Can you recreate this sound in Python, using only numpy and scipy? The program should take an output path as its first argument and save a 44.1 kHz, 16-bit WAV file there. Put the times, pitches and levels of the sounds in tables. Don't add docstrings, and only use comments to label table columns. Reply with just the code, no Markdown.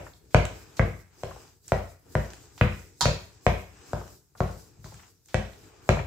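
import sys
import numpy as np
from scipy import signal
from scipy.io import wavfile
from scipy.ndimage import uniform_filter1d

SR = 44100
rng = np.random.default_rng(int(sys.argv[2]) if len(sys.argv) > 2 else 0)


def dump_mix(stems):
    frames = np.atleast_2d(stems).T
    limited = np.clip(frames, -1, 1)
    pcm = np.round(limited * 32767).astype(np.int16)
    wavfile.write(sys.argv[1], SR, pcm)


def invert_db(level):
    return 10 ** (np.asarray(level, dtype=float) / 20)


N = 267246
LEAD = SR // 4
EARLY_S = -0.09


def unit(x):
    return x / np.sqrt(np.mean(x ** 2) + 1e-20)


def along(points, hz):
    f, v = np.transpose(points)
    return np.interp(np.log(hz + 1), np.log(f + 1), v)


# (frequency [Hz], likeness [0 to 1])
LEFT_RIGHT_LIKENESS = [(60, 0.68), (250, 1), (600, 0.25), (1500, 0.44), (4000, 0.11), (12000, 0.029)]
# (frequency [Hz], level [dB])
LEFT_RIGHT_LEAN = [(60, 4.5), (500, 0.5), (1200, 5), (4000, 1), (12000, -2)]


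def stereo_noise(count, colour, t60=None, patchy_db=0.):
    hz, t, z = signal.stft(rng.standard_normal((2, count)), SR, nperseg=512)
    patches = uniform_filter1d(rng.standard_normal(z.shape[1:]), size=6, axis=0)
    patches = unit(uniform_filter1d(patches, size=8, axis=1))
    turn = np.arccos(np.clip(along(LEFT_RIGHT_LIKENESS, hz), 0, 1))[:, None] / 2
    mid, side = z[0] * np.cos(turn), z[1] * np.sin(turn)
    lean = along(LEFT_RIGHT_LEAN, hz)[:, None] / 2
    gain_db = along(colour, hz)[:, None] + patchy_db * patches
    if t60 is not None:
        gain_db = gain_db - 60 * t / along(t60, hz)[:, None]
    pair = np.array([(mid + side) * invert_db(lean), (mid - side) * invert_db(-lean)]) * invert_db(gain_db)
    return signal.istft(pair, SR, nperseg=512)[1][:, :count]


# (frequency [Hz], time to fall 60 dB [s])
KITCHEN_T60 = [(60, 0.34), (250, 0.34), (700, 0.36), (2000, 0.46), (5000, 0.44), (10000, 0.31)]
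# (frequency [Hz], level [dB])
KITCHEN_COLOUR = [(60, -22), (130, -18.5), (250, -3.5), (600, -1.5), (900, -3), (1300, -5), (2000, -2.5),
                  (3000, -0.5), (5000, 0.5), (9000, -3)]


def add(track, s, sound, room_db, pan_db):
    tail = stereo_noise(SR // 2, KITCHEN_COLOUR, KITCHEN_T60)
    tail = np.pad(tail / np.linalg.norm(tail[0]), ((0, 0), (round(.007 * SR), 0)))
    both = invert_db(room_db) * signal.fftconvolve(sound, tail, axes=1)
    both[:, :sound.shape[1]] += sound * invert_db(np.array([[pan_db / 2], [-pan_db / 2]]))
    start = LEAD + round(s * SR)
    track[:, start:start + both.shape[1]] += both


def snap(t, low_hz, high_hz, t60, alike=.3):
    shared, own = rng.standard_normal(len(t)), rng.standard_normal((2, len(t)))
    burst = np.sqrt(alike) * shared + np.sqrt(abs(1 - alike)) * own
    burst = burst * invert_db(-60 * t / t60) * (1 - np.exp(-t / .0004))
    band = signal.butter(3, [low_hz, high_hz], "bandpass", fs=SR, output="sos")
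    burst = signal.sosfilt(band, burst)
    return burst / np.linalg.norm(burst) * np.sqrt(t60 * SR / 7)


def ring(hz, modes, t, scatter_db, attack, unsteady):
    db, t60 = np.transpose(modes)[..., None]
    level = invert_db(db + scatter_db * rng.standard_normal(db.shape) - 60 * t / t60)
    drift = uniform_filter1d(rng.standard_normal((len(hz), len(t))), size=200, axis=1)
    wander = unsteady * np.cumsum(drift, axis=1) / np.sqrt(SR)
    tones = level * np.sin(2 * np.pi * np.array(hz)[:, None] * t + wander)
    return tones.sum(0) * (1 - np.exp(-t / attack))


COUNTER_HZ = [59, 91, 109, 146, 183, 205]
# (level [dB], time to fall 60 dB [s])
COUNTER_MODES = [(1.5, 0.35), (-1, 0.39), (-1.5, 0.31), (2.5, 0.22), (-11, 0.4), (-7.5, 0.29)]


def counter_ring(t, scatter_db, attack, unsteady):
    return ring(COUNTER_HZ, COUNTER_MODES, t, scatter_db, attack, unsteady)


# (time [s], open for [s], air level [dB])
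OPENINGS = [(-.1, 0.25, -67), (.34, 0.29, -63), (.77, 0.23, -65.5), (1.18, 0.3, -65.5), (1.661, 0.26, -63),
            (2.13, 0.3, -63.5), (2.58, 0.25, -62), (3.0, 0.24, -62), (3.46, 0.15, -61.5),
            (3.89, 0.28, -63.5), (4.4, 0.21, -62), (4.84, 0.26, -67.5), (5.281, 0.39, -66),
            (5.88, .3, -63.5)]


def gate_db(t):
    open_db_per_s, sag_db_per_s, close_db_per_s, shut_db = 252.5, 7.5, 104, -77
    flutter_db, smooth_steps = 1.5, 25
    s, length, db = np.transpose(OPENINGS)[..., None]
    since = t - s
    opening = np.minimum(open_db_per_s * since, 0)
    sag = sag_db_per_s * np.clip(since, 0, None)
    closing = close_db_per_s * np.clip(since - length, 0, None)
    level = np.maximum((db + opening - sag - closing).max(0), shut_db)
    flutter = uniform_filter1d(rng.standard_normal(len(t)), size=smooth_steps)
    flutter = unit(uniform_filter1d(flutter, size=smooth_steps))
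    return uniform_filter1d(level, size=smooth_steps) + flutter_db * flutter


# (middle time [s], length [s], squelch level [dB], squash level [dB], hum level [dB])
PULLS = [(0.037, 0.15, -71, -73, -64), (.26, .1, -85, -90, -64.5), (.66, 0.5, -70, -72, -61.5),
         (1.18, .15, -74.5, -78.5, -71.5), (1.367, .3, -67, -70, -62.5), (2.104, 0.12, -92, -79, -62.5),
         (2.362, 0.44, -67.5, -74, -61.5), (2.848, 0.51, -71, -100, -70), (3.407, 0.22, -69.5, -80, -70),
         (3.878, 0.3, -63, -68.5, -62), (4.1, 0.13, -73, -78.5, -67), (4.7, 0.41, -76.5, -84, -66),
         (4.997, 0.19, -68, -71, -78), (5.785, 0.58, -71, -72, -62)]


def pulls(t):
    s, length, *db = np.transpose(PULLS)
    edge = 3.2
    swell = np.exp(-np.abs(2 * (t - s[:, None]) / length[:, None]) ** edge)
    return invert_db(np.array(db)) @ swell


def lingering(t, db, t60):
    strikes = [(EARLY_S, EARLY_BLOW[1]), *[(row[0], row[2]) for row in BLOWS]]
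    s, boom_db = np.transpose(strikes)[..., None]
    since = np.clip(t - s, 0, None)
    settle_s = 0.026
    fade = invert_db(boom_db + db - 60 * since / t60)
    return (fade * (1 - np.exp(-(since / settle_s) ** 2))).sum(0)


# (frequency [Hz], level [dB per Hz])
RUMBLE_COLOUR = [(18, -42.5), (30, -9), (86, 8), (118, -14.5), (140, -5.5), (230, -14), (300, -41),
                 (510, -120)]


def rumble_noise(gain):
    return gain * unit(stereo_noise(N, RUMBLE_COLOUR)) * invert_db(3.5)


# (frequency [Hz], level [dB per Hz])
HUM_COLOUR = [(130, -37), (220, 0), (444, 6), (572, -20), (621, -4.5), (678, -23), (829, -8), (900, -16.5),
              (1170, -53.5), (1980, -120)]


def hum_noise(gain):
    return gain * unit(stereo_noise(N, HUM_COLOUR, patchy_db=2.0)) * invert_db(-0.5)


# (frequency [Hz], level [dB per Hz])
AIR_COLOUR = [(5000, -20.5), (8500, -8.5), (9820, -7), (13100, -4.5), (15100, -3.5), (16300, -11),
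              (16500, -55.5)]


def air_noise(gain):
    return gain * unit(stereo_noise(N, AIR_COLOUR, patchy_db=2.5)) * invert_db(1.5)


# (frequency [Hz], level [dB per Hz])
SQUELCH_COLOUR = [(1760, -25), (3000, -16), (4050, -3.5), (4500, -4.5), (4930, 1), (5560, -1), (8020, 0.5),
                  (9500, -27), (12400, -40.5), (20900, -120)]
# (frequency [Hz], level [dB per Hz])
SQUASH_COLOUR = [(410, -31.5), (700, -1), (944, -3), (1620, -4.5), (2110, -10.5), (2450, -6.5), (4000, -16),
                 (5200, -45), (8800, -120)]


def oozing_mash(squelch_gain, squash_gain):
    pockets = unit(uniform_filter1d(rng.standard_normal(N), size=60))
    grit = 1 + .5 * np.abs(pockets) ** 0.67
    squelch = unit(grit * stereo_noise(N, SQUELCH_COLOUR, patchy_db=1.5))
    squash = unit(grit * stereo_noise(N, SQUASH_COLOUR, patchy_db=1.2))
    return squelch_gain * squelch * invert_db(2.0) + squash_gain * squash * invert_db(10)


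def background():
    step = np.arange(0, N + 64, 64) / SR
    air = invert_db(gate_db(step))
    pull_squelch, pull_squash, pull_hum = pulls(step)
    squelch = pull_squelch + air * invert_db(1)
    squash = pull_squash + invert_db(-92) + lingering(step, db=-30, t60=0.4)
    hum = pull_hum + air * invert_db(-1) + lingering(step, db=-22, t60=0.44)
    rumble = air * invert_db(-7) + pull_hum * invert_db(-6.5)
    rumble = rumble + invert_db(-71.5) + lingering(step, db=-19, t60=0.45)
    gains = (air, squelch, squash, hum, rumble)
    air, squelch, squash, hum, rumble = (np.interp(np.arange(N) / SR, step, gain) for gain in gains)
    return oozing_mash(squelch, squash) + air_noise(air) + rumble_noise(rumble) + hum_noise(hum)


# (time [s], hiss level [dB], low part level [dB], time to fall 60 dB [s])
SQUEEZES = [
    (.305, -67.5, 5, 0.86),
    (.768, -48, -1.5, 0.28),
    (1.647, -68, -0.5, 0.52),
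    (1.685, -56, 1, 0.26),
    (2.578, -57, 5.5, 0.35),
    (4.374, -59, -2.5, 0.96),
    (4.842, -54.5, -7.5, 0.64),
    (5.284, -63.5, 5.5, 1),
]


def squeezes(track):
    t = np.arange(SR // 2) / SR
    for s, db, low_db, t60 in SQUEEZES:
        hiss = snap(t, 3700, 7400, t60) + invert_db(-11) * snap(t, 8400, 15800, t60)
        low = invert_db(low_db) * snap(t, 500, 5400, t60, alike=0.46)
        add(track, s, invert_db(db) * (hiss + low), room_db=-9.0, pan_db=1.0)


# (time [s], peak level [dB], pitch [Hz], low part level [dB])
TICKS = [(0.1351, -48.5, 3840, -11.5), (0.4523, -28.5, 7300, 0.5), (0.5544, -47.5, 4900, -18.5),
         (0.7677, -41.5, 6800, -12), (0.999, -57, 12700, -7), (1.4776, -53, 4950, -6),
         (1.6444, -56, 6640, -8.5), (1.6795, -31.5, 7080, -17.5), (1.9944, -59, 12800, -17.5),
         (2.303, -40.5, 5400, -1.5), (2.3337, -40, 7450, 0), (2.4548, -52.5, 6270, -13),
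         (2.5782, -46.5, 7380, 6.5), (2.8682, -63, 7150, -22), (4.0782, -46.5, 6620, -3),
         (4.7855, -61.5, 6630, -16), (4.9421, -43.5, 7350, -6.5), (5.2584, -47, 7330, -15.5),
         (5.2849, -52.5, 7530, -11), (5.5328, -49, 3600, -1.5)]


def ticks(track):
    t = np.arange(SR // 4) / SR
    for s, db, hz, low_db in TICKS:
        tick = snap(t, hz / 1.2, min(hz * 1.18, 15000), t60=.014)
        low = invert_db(low_db) * snap(t, low_hz=700, high_hz=3500, t60=.015, alike=.6)
        fizz = invert_db(-17.5) * snap(t, low_hz=9150, high_hz=16500, t60=.012)
        add(track, s, invert_db(db - 2.0) * (tick + low + fizz), room_db=-4.5, pan_db=-4.0)


# (time [s], peak
# level [dB], pitch [Hz], boom level [dB])
BUMPS = [(0.013, -59, 550, 7), (0.065, -41, 902, -4), (0.552, -45, 409, -19), (1.308, -39, 800, -6),
         (1.361, -42.5, 566, -23), (3.009, -36.5, 413, 9.5), (4.012, -38, 590, -27), (4.351, -48, 790, -1),
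         (4.772, -64, 401, 21.5), (4.857, -45.5, 654, -10), (4.92, -46, 600, 6), (4.994, -50.5, 1450, -16),
         (4.49, -37.5, 620, -6), (5.032, -52.5, 1410, -17), (5.64, -58, 1500, -9), (5.872, -52, 700, -10),
         (5.732, -53.5, 450, -11), (5.968, -28, 610, 0.5), (5.994, -29, 530, -4), (5.99, -33, 1430, -20)]


def bumps(track):
    t = np.arange(SR // 4) / SR
    for s, db, hz, boom_db in BUMPS:
        bump = snap(t, hz / 1.5, hz * 1.88, t60=0.067, alike=0.46)
        boom = invert_db(boom_db - 3.5) * counter_ring(t, scatter_db=3.5, attack=0.011, unsteady=2.5)
        add(track, s, invert_db(db - 1.0) * (bump + boom), room_db=-9.0, pan_db=4.0)


# (time [s], level [dB])
SPOON_HIT = (3.0082, -28)
SPOON_HZ = [953, 1276, 3752, 4371, 4899, 5249, 5636, 7095, 7978, 9130, 10220]
# (level [dB], time to fall 60 dB [s])
SPOON_MODES = [(-4, .22), (-4, .11), (-10, .07), (-6, .12), (-5, .08), (-10, .08), (-12, .07), (-4, .05),
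               (-10, .05), (-13, .12), (-15, .1)]


def spoon(track):
    t = np.arange(SR // 2) / SR
    chatter = np.abs(unit(uniform_filter1d(rng.standard_normal(len(t)), size=150)))
    scrape = snap(t, low_hz=3240, high_hz=6800, t60=0.1, alike=.2)
    scrape += invert_db(-3.0) * snap(t, low_hz=6700, high_hz=7400, t60=.05)
    scrape += invert_db(-17.5) * snap(t, low_hz=8300, high_hz=15800, t60=.07)
    tones = ring(SPOON_HZ, SPOON_MODES, t, scatter_db=3.2, attack=.0003, unsteady=6.5)
    clink = tones * (0.069 + 1.58 * chatter) + invert_db(2.0) * (.5 + chatter) * scrape
    rattle = invert_db(-4.5) * snap(t, low_hz=750, high_hz=1900, t60=0.2, alike=0.5)
    s, db = SPOON_HIT
    add(track, s, invert_db(db) * (clink + rattle), room_db=-2, pan_db=-5.0)


def click(t, low_hz, high_hz):
    blow = np.zeros((2, len(t)))
    moments = rng.integers([4, 0, 30, 30], [9, 4, 60, 60])
    blow[[0, 1, 0, 1], moments] = -1, -1, .2, .2
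    pulse = signal.sosfilt(signal.butter(2, low_hz, "highpass", fs=SR, output="sos"), blow)
    pulse = signal.sosfilt(signal.butter(7, high_hz, fs=SR, output="sos"), pulse)
    return pulse / np.abs(pulse).max()


def bottom_knock(t, db):
    contact = invert_db(-60 * (t / 0.0059) ** 2) * (1 - np.exp(-(t / 0.0011) ** 2))
    thud = contact * np.sin(2 * np.pi * 660 * t)
    after = invert_db(-7.0 - 60 * t / 0.011) * np.sin(2 * np.pi * 930 * t)
    return -invert_db(db + 2.0) * (thud + after)


POT_HZ = [366, 460, 513, 592, 655, 692, 947, 1637, 1911]
# (level [dB], time to fall 60 dB [s])
POT_MODES = [(-1, .16), (-5, .14), (-4, .18), (-2, .17), (-4, .15), (-4, .15), (-13, .15), (-15, .1),
             (-15, .07)]


def pot_ring(t, db):
    return invert_db(db) * ring(POT_HZ, POT_MODES, t, scatter_db=3.0, attack=0.002, unsteady=12)


def counter_boom(t, boom_db):
    late = np.clip(t - .0033, 0, None)
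    punch = invert_db(8.5 - 60 * late / 0.09) * np.sin(2 * np.pi * 118 * late)
    return invert_db(boom_db - 3) * (punch + counter_ring(late, scatter_db=1.2, attack=.003, unsteady=2))


def nylon_rasp(t, boom_db, rasp_hz):
    level_db = 3.5 + 1.152 * boom_db + 3.5 * np.log2(rasp_hz / 1700)
    hit = invert_db(8.0) * click(t, low_hz=780, high_hz=1.464 * rasp_hz)
    rub = invert_db(-4.5) * snap(t, low_hz=880, high_hz=1.366 * rasp_hz, t60=0.028, alike=.3)
    return invert_db(level_db) * (hit + rub)


def hard_crack(t, crack_db):
    crack = invert_db(7.5) * click(t, low_hz=2740, high_hz=7600)
    crack += invert_db(-2.5) * snap(t, low_hz=2820, high_hz=8200, t60=.01)
    crack += invert_db(-19) * snap(t, low_hz=8200, high_hz=15800, t60=0.0068)
    return invert_db(crack_db) * crack


# (knock level [dB], boom level [dB], crack level [dB], rasp pitch [Hz])
EARLY_BLOW = (-8.5, -27.5, -41.5, 1812.5)
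# (time [s], knock level [dB], boom level [dB], crack level [dB], rasp pitch [Hz])
BLOWS = [(0.345, 0, -14.5, -25.5, 1790), (0.794, -10.5, -17.5, -45, 1520), (1.234, -16.5, -36, -37.5, 1840),
         (1.7193, -4, -22.5, -34.5, 1580), (2.152, -9.5, -22, -38, 1450), (2.611, -10.5, -16, -37.5, 1780),
         (3.055, -7.5, -19, -28.5, 1750), (3.465, -2, -18, -29, 1920), (3.932, -13.5, -29.5, -40.5, 1230),
         (4.404, -10.5, -21.5, -38, 1160), (4.843, -45.5, -42.5, -50, 1495), (5.3433, -9, -22, -28.5, 1790),
         (5.8902, -4, -17, -24, 1620)]


def blows(track):
    t = np.arange(SR // 2) / SR
    to_right = invert_db([[-2.5], [2.5]])
    for s, db, boom_db, crack_db, rasp_hz in [(EARLY_S, *EARLY_BLOW), *BLOWS]:
        knock = bottom_knock(t, db)
        pot = pot_ring(t, (db + boom_db) / 2 - 14.5)
        boom = counter_boom(t, boom_db)
        rasp = nylon_rasp(t, boom_db, rasp_hz)
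        crack = hard_crack(t, crack_db)
        sound = knock + pot + boom + rasp * to_right + crack * to_right
        add(track, s + .0008, sound, room_db=-2.5, pan_db=2.7)


def scene():
    track = np.zeros((2, N + 2 * SR))
    squeezes(track)
    ticks(track)
    bumps(track)
    spoon(track)
    blows(track)
    return background() + track[:, LEAD:LEAD + N]


def roll_off(x):
    return signal.sosfilt(signal.butter(12, 16780, fs=SR, output="sos"), x)


def record(dry):
    heard = signal.sosfilt(signal.butter(4, 46, "highpass", fs=SR, output="sos"), dry)
    held = heard / (1 + np.abs(heard / .97) ** 8) ** (1 / 8)
    held = signal.sosfiltfilt(signal.butter(24, 15750, fs=SR, output="sos"), held)
    return roll_off(held)


dry = scene()
out = record(dry)
dump_mix(out)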